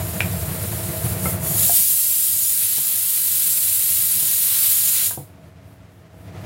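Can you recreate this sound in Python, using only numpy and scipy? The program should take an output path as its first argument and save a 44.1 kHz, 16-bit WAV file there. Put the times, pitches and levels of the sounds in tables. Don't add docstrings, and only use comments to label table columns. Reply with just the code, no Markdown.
import sys
import numpy as np
from scipy import signal
from scipy.fft import rfft, irfft
from scipy.io import wavfile
from scipy.ndimage import uniform_filter1d, minimum_filter1d, map_coordinates

SR = 44100
rng = np.random.default_rng(int(sys.argv[2]) if len(sys.argv) > 2 else 0)


def unload_wav(signal):
    wavfile.write(
        sys.argv[1],
        SR,
        np.round(np.clip(np.atleast_2d(signal).T, -1, 1) * 32767).astype(np.int16),
    )


N = 284445

# time in seconds, level in dB.
RUMBLE_LEVEL = [(0, -26.5), (1.25, -26), (1.9, -27), (3.1, -27), (4.2, -24.5), (6.45, -24.5)]
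# frequency in Hz, relative density in dB.
FLAME_COLOUR = [(20, -23), (42, -29), (54, -22.5), (68, -7.5), (100, 1), (130, -7), (185, -5.5), (225, -20),
                (560, -23), (720, -23.5), (900, -25.5), (2100, -29.5), (3700, -37), (15000, -48.5)]
# centre in Hz, width at half lift in Hz, lift in dB.
STOVE_RESONANCES = [(99, 10, 3.2), (180, 12, 3.4), (347.2, 23, 9), (473, 59, 6), (636.8, 28, 13.1),
                    (686, 51, 6)]
# start in seconds, end in seconds, starting pitch in Hz, level in dB.
HUMS = [(5.319, 5.823, 279, -37), (6.25, 6.45, 284, -39)]
HUM_RISE_DB_PER_S, HUM_FADE_DB_PER_S, HUM_SAG_HZ_PER_S = 150, 46, 8.3

# time in seconds, strength in dB before the object's trim.
UTENSIL_BLOWS = [(.2046, -19), (.2058, -5)]
BOWL_BLOWS = [(1.256, -16.5)]
WEIGHT_BLOWS = [(5.110, -11.5)]
POT_BLOWS = [(1.695, -10)]
COUNTER_BLOWS = [(1.258, -26), (2.780, -12.5), (2.785, -11), (4.228, -14), (5.1755, -4), (5.181, -7),
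                 (5.202, -11.5), (6.143, -18)]
# frequency in Hz, level in dB, 60 dB decay time in seconds.
UTENSIL_MODES = [(1600, -17.5, 0.014), (1970, -15.5, 0.015), (2390, -1, 0.014), (2570, -9, 0.012),
                 (2830, -14, 0.018), (3400, -23, 0.013), (5150, -16.5, 0.0087)]
BOWL_MODES = [(358, -21, 0.077), (540, 0, 0.038), (905, -6, 0.068), (1326, -0.5, 0.11), (1450, -19, 0.057),
              (2110, -2, 0.048), (2250, -19.5, .07)]
WEIGHT_MODES = [(715, -2, .035), (970, 1.5, .02), (1190, -2, 0.015), (1570, 0, 0.045)]
POT_MODES = [(474, -21, 0.023), (715, 3.5, 0.069), (793, -9.5, 0.045), (1400, -12, .04), (1610, -9, 0.028)]
COUNTER_MODES = [(137, 0.5, .16), (200, -11, .06), (300, 1, 0.036), (466, 0.5, 0.022), (734, -2.5, 0.026),
                 (834, -6.5, 0.014)]

LEAK_START_DB, LEAK_RISE_DB_PER_S = -30.5, 3
LEAK_ENDS_S, LEAK_FADE_DB_PER_S = 1.12, 71.5
# time in seconds, peak in dB.
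SPURTS = [(1.08, -32), (1.28, -22.5), (1.505, -21), (1.65, -11), (5.46, -45), (5.71, -40.5), (5.96, -44),
          (6.21, -41), (6.46, -46)]
# time in seconds, peak in dB.
SPLUTTERS = [(1.56, -38), (1.64, -28), (1.78, -20.5), (4.53, -13.5), (4.66, -15.5), (5.0, -11)]
SPURT_SIGMA_S, SPLUTTER_SIGMA_S = 0.041, 0.023
OPEN_S, OPENING_DB_PER_S = 1.767, 119
SHUT_S, SHUTTING_DB_PER_S = 5.072, 182
# time in seconds, level in dB.
JET_HISS_LEVEL = [(1.75, 4), (2.1, 4.5), (2.85, 2.5), (3.55, 4), (4.4, 4), (4.74, 6), (5.07, 3)]
# time in seconds, level in dB.
JET_RUSH_LEVEL = [(1.75, -25), (1.97, -26), (2.5, -23.5), (2.62, -17.5), (3.4, -18), (4.4, -16),
                  (4.55, -12.5), (5.07, -15.5)]
# frequency in Hz, relative density in dB.
HISS_COLOUR = [(200, -58), (1000, -32), (3000, -17.5), (5000, -13.5), (6200, -13.5), (7000, -12),
               (7900, -7), (8200, -4), (9600, -3.5), (10500, -4), (11800, -0.5), (12200, 0.3),
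               (14000, -0.5), (15700, -1.5)]
RUSH_COLOUR = [(150, -39), (500, -23), (1000, -12), (1600, -6.5), (2400, -3), (3300, -1.5), (4000, 2.5),
               (5200, -4.5), (6500, -8.5), (9000, -20.5)]
# centre in Hz, bandwidth in Hz, level in dB re the gap noise.
VALVE_TONES = [(6950, 250, -21.5), (7460, 39, -23), (8430, 130, -26), (9590, 110, -23), (10230, 100, -16.5),
               (10490, 72, -22), (10970, 69, -18.5), (11240, 110, -23.5), (11660, 180, -21),
               (11800, 90, -18)]

AGC_THRESHOLD_DB, AGC_RANGE_DB = -19.5, 20
AGC_WINDOW_S, AGC_SMOOTHING_S = 0.08, 0.087
AGC_HOLD_S, AGC_RELEASE_DB_PER_S = 1.006, 51
CUTOFF_HZ = 15800


def from_db(db):
    return 10 ** (np.asarray(db) / 20)


def unit_power(x):
    return x / np.sqrt(np.mean(x ** 2) + 1e-20)


def in_time(rows):
    return np.interp(np.arange(N) / SR, *np.transpose(rows))


def gate_db(start_s, end_s, rise_db_per_s, fall_db_per_s):
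    t_s = np.arange(N) / SR
    before_db = rise_db_per_s * np.maximum(start_s - t_s, 0)
    after_db = fall_db_per_s * np.maximum(t_s - end_s, 0)
    return -before_db - after_db


def puffs(rows, sigma_s):
    t_s = np.arange(N) / SR
    power = np.zeros(N)
    for time_s, peak_db in rows:
        power += from_db(peak_db) ** 2 * np.exp(-0.5 * ((t_s - time_s) / sigma_s) ** 2)
    return np.sqrt(power)


def drift(rate_hz):
    hz = np.arange(N // 2 + 1) * SR / N
    spectrum = rfft(rng.standard_normal(N)) / (1 + (hz / rate_hz) ** 2)
    return unit_power(irfft(spectrum, N))


def turbulence(colour, resonances=()):
    hz = np.maximum(np.arange(N // 2 + 1) * SR / N, 1)
    points_hz, points_db = np.transpose(colour)
    level_db = np.interp(np.log(hz), np.log(points_hz), points_db)
    for centre_hz, width_hz, lift_db in resonances:
        level_db = level_db + lift_db / (1 + (2 * (hz - centre_hz) / width_hz) ** 2)
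    spectrum = rfft(rng.standard_normal(N)) * from_db(level_db)
    return unit_power(irfft(spectrum, N))


def ring(force, hz, t60_s):
    radius = from_db(-60 / (t60_s * SR))
    angle = 2 * np.pi * hz / SR
    poles = [1, -2 * radius * np.cos(angle), radius ** 2]
    return signal.lfilter([0, np.sin(angle)], poles, force + 1e-18)


def burner(flicker_db):
    roar = turbulence(FLAME_COLOUR, STOVE_RESONANCES)
    return roar * from_db(in_time(RUMBLE_LEVEL) + flicker_db * drift(16))


def hum(waver_db):
    t_s = np.arange(N) / SR
    out = np.zeros(N)
    for start_s, end_s, hz, db in HUMS:
        pitch_hz = hz - HUM_SAG_HZ_PER_S * (t_s - start_s)
        level_db = db + gate_db(start_s, end_s, HUM_RISE_DB_PER_S, HUM_FADE_DB_PER_S)
        tone = np.sqrt(2) * np.sin(2 * np.pi * np.cumsum(pitch_hz) / SR)
        out += tone * from_db(level_db)
    return out * from_db(waver_db * drift(7))


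def struck(blows, modes, trim_db, contact_hz):
    clicks = np.zeros(N)
    for time_s, strength_db in blows:
        clicks[round(time_s * SR)] = from_db(strength_db + trim_db)
    band = signal.butter(3, [90, contact_hz], "band", fs=SR, output="sos")
    force = signal.sosfilt(band, clicks + 1e-18)
    return sum(from_db(db) * ring(force, hz, t60_s) for hz, db, t60_s in modes)


def kitchen_walls(x, wet_db, t60_s):
    t_s = np.arange(SR // 2) / SR
    tail = rng.standard_normal(len(t_s)) * from_db(-60 * t_s / t60_s)
    tail *= t_s > 0.004
    wash = signal.fftconvolve(x, tail / np.linalg.norm(tail))[:N]
    return x + from_db(wet_db) * wash


def kitchenware():
    blows = (struck(UTENSIL_BLOWS, UTENSIL_MODES, trim_db=-1.5, contact_hz=5600)
             + struck(BOWL_BLOWS, BOWL_MODES, trim_db=-4.5, contact_hz=4000)
             + struck(POT_BLOWS, POT_MODES, trim_db=-3.0, contact_hz=2490)
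             + struck(WEIGHT_BLOWS, WEIGHT_MODES, trim_db=-1.0, contact_hz=2500)
             + struck(COUNTER_BLOWS, COUNTER_MODES, trim_db=-3, contact_hz=1000))
    return kitchen_walls(blows, wet_db=-4, t60_s=0.18)


def near_echoes(x, echo_db, longest_s, sway_s, dull_hz, count=6):
    dulling = signal.butter(8, dull_hz, fs=SR, output="sos")
    reflected = signal.sosfilt(dulling, x)
    out = x
    for lag_s in rng.uniform(0.2, 1, count) * longest_s:
        read_at = np.arange(N) - SR * (lag_s + sway_s * drift(6))
        echo = map_coordinates(reflected, [read_at], order=3, mode="wrap")
        out = out + from_db(echo_db) * echo
    return unit_power(out)


def whistles(wander_db):
    out = np.zeros(N)
    for hz, width_hz, db in VALVE_TONES:
        t60_s = np.log(1000) / (np.pi * width_hz)
        tone = unit_power(ring(rng.standard_normal(N), hz, t60_s))
        out += tone * from_db(db + wander_db * drift(2.0))
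    return out


def valve_flow(leak_rush_db):
    leak_db = LEAK_START_DB + LEAK_RISE_DB_PER_S * np.arange(N) / SR
    leak_db = leak_db + gate_db(0, LEAK_ENDS_S, 0, LEAK_FADE_DB_PER_S)
    seated_hiss = np.hypot(from_db(leak_db), puffs(SPURTS, SPURT_SIGMA_S))
    lift_db = gate_db(OPEN_S, SHUT_S, OPENING_DB_PER_S, SHUTTING_DB_PER_S)
    jet_hiss = from_db(in_time(JET_HISS_LEVEL) + lift_db)
    jet_rush = from_db(in_time(JET_RUSH_LEVEL) + lift_db)
    open_rush = np.hypot(jet_rush, puffs(SPLUTTERS, SPLUTTER_SIGMA_S))
    leak_rush = from_db(leak_db + leak_rush_db)
    return np.hypot(seated_hiss, jet_hiss), np.hypot(leak_rush, open_rush)


def steam(flutter_db, rush_flutter_db):
    flutter = drift(33)
    gap = turbulence(HISS_COLOUR) + whistles(wander_db=3.0)
    hiss = near_echoes(gap, echo_db=-12.5, longest_s=0.008, sway_s=6e-5, dull_hz=11940)
    rush = turbulence(RUSH_COLOUR)
    hiss_level, rush_level = valve_flow(leak_rush_db=-16.5)
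    fluttering_hiss = hiss * hiss_level * from_db(flutter_db * flutter)
    fluttering_rush = rush * rush_level * from_db(rush_flutter_db * flutter)
    return fluttering_hiss + fluttering_rush


def gain_control(x):
    power = uniform_filter1d(np.mean(x ** 2, axis=0), int(AGC_WINDOW_S * SR))
    level_db = 10 * np.log10(np.maximum(power, 1e-12))
    over_db = np.clip(level_db - AGC_THRESHOLD_DB, 0, AGC_RANGE_DB)
    hold = int(AGC_HOLD_S * SR)
    held_db = -minimum_filter1d(-over_db, hold, origin=(hold - 1) // 2, mode="nearest")
    climb_db = AGC_RELEASE_DB_PER_S * np.arange(N) / SR
    cut_db = np.maximum.accumulate(held_db + climb_db) - climb_db
    r = np.exp(-1 / (AGC_SMOOTHING_S * SR))
    return x * from_db(-signal.lfilter([1 - r], [1, -r], cut_db))


def scene():
    jet = steam(flutter_db=0.5, rush_flutter_db=1.1)
    mono = jet + burner(flicker_db=1.3) + hum(waver_db=2.3) + kitchenware()
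    return np.array([mono, mono])


def record(dry):
    bass_cut = signal.butter(4, 48, "high", fs=SR, output="sos")
    top_cut = signal.ellip(12, 0.1, 90, CUTOFF_HZ, fs=SR, output="sos")
    levelled = gain_control(signal.sosfilt(bass_cut, dry))
    return signal.sosfilt(top_cut, levelled)


dry = scene()
out = record(dry)
unload_wav(out)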